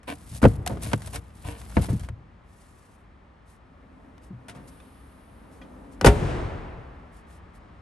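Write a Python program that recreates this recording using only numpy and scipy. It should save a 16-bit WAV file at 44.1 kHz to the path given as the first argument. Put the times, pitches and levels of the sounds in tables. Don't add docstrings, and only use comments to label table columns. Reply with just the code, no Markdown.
import sys
import numpy as np
from scipy import signal
from scipy.fft import rfft, irfft, next_fast_len
from scipy.io import wavfile
from scipy.ndimage import uniform_filter1d, minimum_filter1d

SR = 44100
rng = np.random.default_rng(int(sys.argv[2]) if len(sys.argv) > 2 else 0)


def generate_wav(sig):
    pcm = np.round(np.clip(np.atleast_2d(sig).T, -1, 1) * 32767).astype(np.int16)
    wavfile.write(sys.argv[1], SR, pcm)


N = 344579
TIME = np.arange(N) / SR


def amp(db):
    return 10 ** (np.asarray(db) / 20)


def unit(x):
    return x / np.sqrt(np.mean(x ** 2) + 1e-20)


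def read(points, hz, axis=1):
    table = np.array(points, float)
    return np.interp(np.log(hz + 1), np.log(table[:, 0] + 1), table[:, axis])


def add(mix, s, sound):
    part = mix[..., max(round(s * SR), 0):][..., :sound.shape[-1]]
    part += sound[..., :part.shape[-1]]


def tint(x, spectrum):
    size = next_fast_len(x.shape[-1])
    gain = amp(read(spectrum, np.fft.rfftfreq(size, 1 / SR)))
    return irfft(rfft(x, size) * gain, size)[..., :x.shape[-1]]


def octaves(x):
    size = next_fast_len(x.shape[-1])
    hz, spectrum = np.fft.rfftfreq(size, 1 / SR), rfft(x, size)
    centres = 50 * 2. ** np.arange(9)
    shares = [np.interp(np.log(hz + 1), np.log(centres), row) for row in np.eye(len(centres))]
    return [(c, irfft(spectrum * share, size)[..., :x.shape[-1]]) for c, share in zip(centres, shares)]


def lag(x, time_s):
    pole = np.exp(-1 / (time_s * SR))
    return signal.lfilter([1 - pole], [1, -pole], x)


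def decay(t, t60):
    return np.exp(-np.log(1000) * t / t60)


def between(start, end, edge_s):
    return np.clip(np.minimum(TIME - start, end - TIME) / edge_s, 0, 1)


def swells(rows, depth_db, edge_s=0.0054):
    out = np.zeros(N)
    for start, fastest, end, db in rows:
        slowness = np.interp(TIME, [start, fastest, end], [1, 0, 1])
        out += amp(db - depth_db * slowness) * between(start, end, edge_s)
    return out


def strokes(rows, attack):
    out = np.zeros(N)
    for s, length, db in rows:
        done = np.linspace(0, 1, int(length * SR))
        add(out, s, amp(db) * np.minimum(done / attack, 1) * np.cos(np.pi / 2 * done ** 2) ** 2)
    return out


# (frequency [Hz], coherence [0-1], phase lead of the left [rad])
PORT_COHERENCE = [(60.1, 0.97, 0), (278, 0.85, 0), (585, 0.28, 0.5), (1200, 0.22, 0.66), (2860, 0.59, .5),
                  (7700, 0.87, 1), (8920, 0.6, -0.5), (10830, 1, -5.5), (11360, 0.5, -5.5),
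                  (13000, 0.7, -2.5)]
def ports(x, spectrum):
    size = next_fast_len(x.shape[-1])
    hz = np.fft.rfftfreq(size, 1 / SR)
    left, independent = rfft(x, size)
    coherence = np.clip(read(PORT_COHERENCE, hz), 0, 1)
    phase = read(PORT_COHERENCE, hz, axis=2)
    right = (coherence * left + np.sqrt(1 - coherence ** 2) * independent) * np.exp(-1j * phase)
    return irfft(np.array([left, right]) * amp(read(spectrum, hz)), size)[:, :x.shape[-1]]


def noise(spectrum, size=N):
    return unit(ports(rng.standard_normal((2, size)), spectrum))


def friction(spectrum, slips_per_s, spread_db, clump_db):
    clumps = unit(tint(rng.standard_normal(N), [(40, 0), (150, -12), (500, -60)]))
    slips = rng.random(N) < slips_per_s / SR
    strength = amp(spread_db * np.minimum(rng.exponential(1, N), 4) + clump_db * clumps)
    return unit(ports(slips * strength * rng.standard_normal((2, N)), spectrum))


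def blows(rows, modes, fine_spectrum, fine_decay, modes_db, rise_s, size=12000):
    out = np.zeros((2, N))
    t, hz = np.arange(size) / SR, np.fft.rfftfreq(size, 1 / SR)
    for s, db, tilt_db, ring in rows:
        tilt = lambda f: amp(tilt_db * np.log2(np.maximum(f, 500) / 1000))
        burst = irfft(rfft(noise(fine_spectrum, size)) * tilt(hz), size)
        fine = sum(band * decay(t, read(fine_decay, f) * ring) for f, band in octaves(burst))
        main = np.zeros(size)
        for f, mode_db, t60 in modes:
            sign = rng.choice([-1, 1])
            main += sign * amp(mode_db) * tilt(f) * np.sin(2 * np.pi * f * t) * decay(t, t60 * ring)
        add(out, s, amp(db) * (fine + amp(modes_db) * main) * (1 - np.exp(-t / rise_s)))
    return out


def flex(rows, rise_cycles, overtone, overtone_db, size=24000):
    out, t = np.zeros(N), np.arange(size) / SR
    for s, db, hz, t60 in rows:
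        fade = decay(t, t60)
        fundamental = fade * np.sin(2 * np.pi * hz * t)
        upper = amp(overtone_db) * fade ** 1.53 * np.sin(2 * np.pi * hz * overtone * t)
        onset = 1 - np.exp(-(t * hz / rise_cycles) ** 2)
        add(out, s, amp(db) * (fundamental + upper) * onset)
    return out


# (frequency [Hz], spectral density [dB])
VENT_SPECTRUM = [(15, -24), (25, -16.5), (59, -8.5), (144, -22), (178, -17.5), (360, -26), (520, -27),
                 (577, -25.5), (624, -28), (1230, -27), (1520, -33), (1730, -31.5), (2920, -42.5),
                 (3420, -45), (13000, -71), (16900, -85.5), (22000, -120)]
def ventilation(start_db=-53.5, rise_db_per_s=0.94, step_back_s=3.4):
    return amp(start_db + rise_db_per_s * np.maximum(TIME - step_back_s, 0)) * noise(VENT_SPECTRUM)


# (time [s], level [dB], treble tilt [dB/octave], t60 factor [1], rebound gain [dB])
SHELF_KNOCKS = [(.031, -51.5, 3, 0.83, -15), (.417, -31.5, -3, 1.56, 12), (.440, -10, -6.5, 0.74, 2.5),
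                (.663, -31.5, 6, 0.42, 4.5), (.697, -32, -8, 2.74, -15), (.771, -34.5, -4, 0.5, -15),
                (.834, -47.5, 9.5, 0.73, -21.5), (0.915, -34, -0.5, 1.36, -19.5),
                (0.9322, -13, -1, .56, -27), (1.019, -41.5, 3.5, 0.81, -18), (1.061, -48.5, 8.5, 0.35, 1.5),
                (1.158, -32, 4, 0.92, -19), (1.702, -49, -4.5, .9, -13), (1.7681, -16, -5, 1.02, -27),
                (1.886, -35, -6.5, 2, -7), (1.995, -50, 6, 0.9, -3), (2.034, -49, 3.5, 1.5, -1),
                (2.0872, -37, 0.5, 0.66, -31), (4.483, -42, 3, 2, -1), (4.549, -47.5, -1.5, 6.3, -7)]
# (frequency [Hz], level [dB], t60 [s])
SHELF_MODES = [(468, -11, 0.24), (533, 3.5, 0.067), (656, 4, .07), (708, 3.5, 0.085), (908, 6.5, 0.047),
               (910, -10, 0.057), (1420, -10, 0.036), (1456, -2, 0.057), (2004, -36, 0.056),
               (2600, -13.5, 0.034)]
# (frequency [Hz], t60 [s])
TRIM_SPECTRUM = [(35, -17.5), (100, 3.5), (150, 3.5), (370, -5.5), (520, -2.5), (700, -8.5), (1350, -4),
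                 (2400, -11), (3500, -16), (5500, -20), (8500, -23.5), (12000, -26.5)]
TRIM_T60 = [(200, 0.16), (700, 0.062), (2000, 0.063), (10000, 0.04)]
def knocks(rebound_s=0.012):
    first = [row[:4] for row in SHELF_KNOCKS]
    second = [(s + rebound_s, db + gain_db, tilt, ring) for s, db, tilt, ring, gain_db in SHELF_KNOCKS]
    return blows(first + second, SHELF_MODES, TRIM_SPECTRUM, TRIM_T60, modes_db=-15.5, rise_s=0.00027)


# (start [s], fastest [s], end [s], relative hiss level [dB], scrape level [dB])
HAND_RUBS = [(0.067, 0.105, 0.2, -46, -59.5), (0.17, 0.378, 0.407, -41.5, -55.5),
             (0.415, 0.421, 0.57, -38, -44), (0.657, 0.664, 0.86, -49, -44), (0.807, 0.831, 0.99, -36, -44),
             (0.936, 1.079, 1.097, -45.5, -48.5), (1.085, 1.158, 1.2, -36, -47),
             (1.345, 1.515, 1.54, -45, -53), (1.52, 1.598, 1.78, -48.5, -54.5),
             (1.682, 1.837, 1.933, -40.5, -40), (1.88, 1.918, 2.09, -49, -51)]
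# (frequency [Hz], spectral density [dB])
FELT_SPECTRUM = [(700, -37), (2000, -3), (4000, 0.5), (6500, 0.5), (9000, 2.5), (11400, 4), (12800, 5.5)]
BOARD_SPECTRUM = [(130, -7.5), (300, -10.5), (700, 3), (1100, -3.5), (2000, -7.5), (3200, -12.5),
                  (6000, -19), (12000, -34)]
RUMBLE_SPECTRUM = [(25, -49), (60, 7.5), (115, -6), (220, -8), (400, -23), (900, -54)]
def rubbing():
    creep = between(0.032, 2.11, edge_s=0.046)
    hiss = swells([(*times, db) for *times, db, _ in HAND_RUBS], depth_db=20.5) + amp(-66) * creep
    scrape = swells([(*times, db) for *times, _, db in HAND_RUBS], depth_db=20.5) + amp(-65.5) * creep
    fibres = amp(1.0) * hiss * friction(FELT_SPECTRUM, slips_per_s=11000, spread_db=0.0, clump_db=3)
    board = scrape * friction(BOARD_SPECTRUM, slips_per_s=3100, spread_db=0.5, clump_db=3.5)
    rumble = amp(-10.5) * lag(scrape ** 0.62 + 1e-12, time_s=0.015)
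    return fibres + board + rumble * noise(RUMBLE_SPECTRUM)


# (time [s], duration [s], level [dB])
PLASTIC_DRAGS = [(.071, 0.082, -32.5), (.83, 0.11, -42.5), (1.125, 0.069, -39), (1.43, 0.18, -42),
                 (1.815, 0.057, -44)]
# (frequency [Hz], spectral density [dB])
SLIP_SPECTRUM = [(100, 7), (3000, -4), (4200, -4.5), (7000, -10.5), (9000, -4.5), (12000, 1)]
# (frequency [Hz], bandwidth [Hz], level [dB])
HOLLOW_MODES = [(297, 35, 1), (465, 14, 0), (593, 190, -2.5), (705, 20, -1), (760, 7.6, -6), (980, 140, -2),
                (1490, 87, -4.5), (1780, 160, -6.5), (2270, 190, -6.5), (2640, 330, -12), (7900, 1100, -33)]
def scrapes():
    slips = friction(SLIP_SPECTRUM, slips_per_s=4200, spread_db=3.5, clump_db=0.0)
    slips *= strokes(PLASTIC_DRAGS, attack=0.11)
    rung = sum(amp(db) * signal.lfilter(*signal.iirpeak(hz, hz / width, SR), slips + 1e-12)
               for hz, width, db in HOLLOW_MODES)
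    return unit(rung) * np.std(slips)


# (time [s], relative level [dB], contact time [s])
BOARD_PUSHES = [(.315, -34, 0.0044), (.432, -5, .0029), (0.4413, -3, .0058), (0.471, -17.5, 0.0033),
                (0.514, -23.5, 0.0075), (0.583, -28.5, 0.0057), (.704, -26.5, .003), (0.849, -28, 0.0038),
                (0.9379, -23, .0036), (1.064, -31.5, 0.0091), (1.15, -34.5, 0.0055), (1.452, -29.5, 0.0063),
                (1.495, -28, 0.0097), (1.772, -7.5, 0.0026), (1.783, -15, 0.0072), (1.899, -17.5, 0.0042),
                (1.931, -13.5, 0.0034), (2.012, -27, 0.0078), (2.099, -30.5, 0.0055)]
# (frequency [Hz], level [dB], t60 of a -27.5 dB push [s])
BENDING_MODES = [(61.2, -4.5, 0.32), (87.6, 4, .14), (112.4, 3.5, .17), (145.7, -3, 0.16), (195.3, 1, 0.1),
                 (230, 1, 0.062), (295.4, -11.5, 0.17)]
def thumps(octave_off_loss_db=14.5, free_db=-27.5, db_per_halving=28.5):
    swings = []
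    for s, db, contact_s in BOARD_PUSHES:
        ring = .5 ** ((db - free_db) / db_per_halving)
        for hz, mode_db, t60 in BENDING_MODES:
            loss_db = octave_off_loss_db * np.log2(2 * contact_s * hz) ** 2
            swings.append((s, db + mode_db - loss_db, hz, t60 * ring))
    return amp(2.5) * flex(swings, rise_cycles=0.57, overtone=2.3, overtone_db=-21.5)


# (time [s], level [dB], frequency [Hz], t60 [s])
PART_PINGS = [(.664, -22.5, 718, 0.082), (1.7685, -16, 2130, 0.014), (4.801, -54.5, 2550, 0.055),
              (4.802, -50, 3550, 0.029), (5.614, -47, 1910, .06), (5.617, -47, 2430, 0.054),
              (5.62, -49, 3270, 0.058)]
def pings():
    return flex(PART_PINGS, rise_cycles=1.8, overtone=1.47, overtone_db=-16)


# (time [s], duration [s], relative level [dB])
CLOTH_STROKES = [(2.43, 0.54, -61), (2.76, 0.33, -67), (3.45, 0.15, -63), (4.21, 0.1, -61.5),
                 (4.54, 0.05, -60), (4.67, 0.04, -48.5), (5.5, 0.13, -62), (5.91, 0.056, -58.5),
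                 (7.11, 0.13, -61), (7.26, 0.16, -61), (7.53, 0.07, -63.5)]
# (frequency [Hz], spectral density [dB])
CLOTH_SPECTRUM = [(500, -8), (1500, -2), (3000, -1), (6000, 0.5), (9000, 0.5), (12000, 0.5)]
def clothes():
    folds = amp(1.5 * unit(tint(rng.standard_normal(N), [(15, 0), (60, -12), (200, -60)])))
    return amp(-0.5) * strokes(CLOTH_STROKES, attack=0.32) * folds * noise(CLOTH_SPECTRUM)


# (start [s], fastest [s], end [s], level [dB])
PANEL_PULLS = [(3.6, 4.05, 4.7, -53.5), (4.35, 4.58, 5.22, -51.5), (5.1, 5.75, 7.2, -47.5)]
STRUT_STROKES = [(4.52, 4.7, 6.2, -61)]
# (frequency [Hz], spectral density [dB])
DRONE_SPECTRUM = [(90, -12.5), (200, -6.5), (268, 2), (330, -12.5), (550, -11.5), (1000, -17), (3000, -46)]
GAS_SPECTRUM = [(3000, 1), (7500, -10), (9300, -0.5), (11300, 2), (13000, -5.5)]
# (time [s], level [dB], frequency [Hz], t60 [s])
PANEL_TUGS = [(4.305, -31.5, 187.6, 0.14), (4.33, -35, 122, 0.31), (4.56, -41, 138, 0.25)]
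def tailgate_swing():
    hiss = swells(STRUT_STROKES, depth_db=17, edge_s=.06) * noise(GAS_SPECTRUM)
    drone = swells(PANEL_PULLS, depth_db=13.5, edge_s=.08) * noise(DRONE_SPECTRUM)
    return hiss + drone + flex(PANEL_TUGS, rise_cycles=0.33, overtone=1.83, overtone_db=-10.5)


# (time [s], level [dB], treble tilt [dB/octave], t60 factor [1])
LATCH_CLICKS = [(4.18, -53, 1, 0.46), (4.801, -48, -1, 0.6), (5.614, -51.5, -2.5, 4.2),
                (6.012, -16.5, -0.5, 0.34), (6.0445, -11.5, -4, 2.5), (6.06, -15.5, 2.5, 1.4)]
# (frequency [Hz], level [dB], t60 [s])
LATCH_MODES = [(528, -2.5, 0.13), (756, -3.5, 0.067), (1110, -10, 0.04), (1210, -1, 0.066),
               (1490, 2.5, 0.044), (2000, -3.5, 0.038), (2480, -8.5, 0.052), (2400, -10, 0.049),
               (2970, -2.5, 0.049), (3565, -8, 0.035), (4170, -13, 0.052), (4880, -2, 0.018),
               (6300, -4, 0.013)]
# (frequency [Hz], t60 [s])
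LATCH_SPECTRUM = [(300, -9.5), (1200, 3.5), (2300, -3), (6000, -6.5), (9000, -16.5), (12000, -13)]
LATCH_T60 = [(500, 0.051), (10000, 0.042)]
def latch():
    return blows(LATCH_CLICKS, LATCH_MODES, LATCH_SPECTRUM, LATCH_T60, modes_db=-4.5, rise_s=0.00054)


# (time [s], level [dB], treble tilt [dB/octave], t60 factor [1])
SLAM_CONTACTS = [(6.016, -30.5, -3, 2.1), (6.047, -8, 2.5, 0.52), (6.059, -8, 1, 1.7),
                 (6.0655, 1.5, 0, 1.13), (6.075, -1.5, -2, 1.13)]
# (frequency [Hz], level [dB], t60 [s])
SKIN_MODES = [(204, -2, 0.052), (298, 1, 0.058), (384, -8, 0.094), (415, -1.5, 0.19), (492, -5.5, .11),
              (576, -14.5, 0.26), (711, -5, 0.14), (785, -4.5, 0.13), (922, -2.5, .12), (1156, -4.5, 0.066),
              (1394, -15, 0.12), (1483, 0.5, 0.055), (2010, -7, 0.1), (2290, -9.5, 0.064)]
# (frequency [Hz], t60 [s])
SKIN_SPECTRUM = [(60, -3.5), (200, 6), (500, -0.5), (900, -3), (1600, -8.5), (2500, -12), (4500, -20.5),
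                 (8000, -23.5), (12000, -24)]
SKIN_T60 = [(150, 0.061), (700, 0.068), (2500, 0.097), (10000, 0.071)]
# (time [s], level [dB], frequency [Hz], t60 [s])
BODY_BOOMS = [(6.026, -20.5, 95, 0.11), (6.0465, 2, 467, 0.046), (6.055, -5, 182.8, 0.07),
              (6.074, 7, 57.2, 0.15), (6.076, 2, 223, 0.071), (6.08, -13.5, 35.6, 0.16)]
def slam():
    skin = blows(SLAM_CONTACTS, SKIN_MODES, SKIN_SPECTRUM, SKIN_T60, modes_db=-9, rise_s=0.0016)
    return skin + flex(BODY_BOOMS, rise_cycles=0.26, overtone=1.75, overtone_db=-3.5)


# (frequency [Hz], gain [dB], t60 [s])
HALL_BANDS = [(52.3, -10, 1.55), (103, -8.5, 1.47), (200, -15.5, 1.3), (400, -14, 1.58), (830, -14, 2.11),
              (1623, -15.5, 2.1), (3200, -16.5, 1.62), (6070, -17, 1.11), (12730, -19, 0.37)]
def hall(x, build_s):
    out = np.zeros((2, N))
    for (hz, band), (_, field) in zip(octaves(x[0]), octaves(noise(SKIN_SPECTRUM))):
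        leak_s = read(HALL_BANDS, hz, axis=2) / np.log(10 ** 6)
        energy = lag(lag(band ** 2 + 1e-16, build_s), leak_s)
        out += amp(read(HALL_BANDS, hz)) * np.sqrt(energy) * unit(field)
    return out


# (frequency [Hz], left minus right level [dB])
BALANCE = [(60, 1.6), (200, 1.3), (600, .6), (1200, .9), (3500, 3), (8000, .3), (12000, 0)]
def scene():
    inside = knocks() + thumps() + rubbing() + scrapes()
    outside = latch() + slam()
    reverberation = hall(outside + amp(-9.5) * inside, build_s=0.0092)
    mix = inside + outside + reverberation + ventilation() + clothes() + tailgate_swing() + pings()
    return np.array([tint(channel, [(hz, side * db / 2) for hz, db in BALANCE])
                     for channel, side in zip(mix, (1, -1))])


# (frequency [Hz], gain [dB])
MIC_RESPONSE = [(15, -19), (30, -7.5), (50, 2), (7000, -1), (10200, 4.5), (11800, -2), (13000, -17.5),
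                (14000, -27.5)]
def record(dry, ceiling_db=1.5, recover_db_per_s=42, cutoff_hz=13000):
    heard = tint(dry, MIC_RESPONSE)
    over_db = np.maximum(20 * np.log10(abs(heard).max(0) + 1e-9) - ceiling_db, 0)
    held_db = -minimum_filter1d(-over_db, size=90)
    release_db = recover_db_per_s * TIME
    reduction_db = np.maximum.accumulate(held_db + release_db) - release_db
    ducked = heard * amp(-uniform_filter1d(reduction_db, size=90))
    saturated = ducked / (1 + (ducked / .93) ** 6) ** (1 / 6)
    lowpass = signal.firwin(201, cutoff_hz, window=("kaiser", 8), fs=SR)
    return signal.oaconvolve(saturated, lowpass[None], "same")


dry = scene()
out = record(dry)
generate_wav(out)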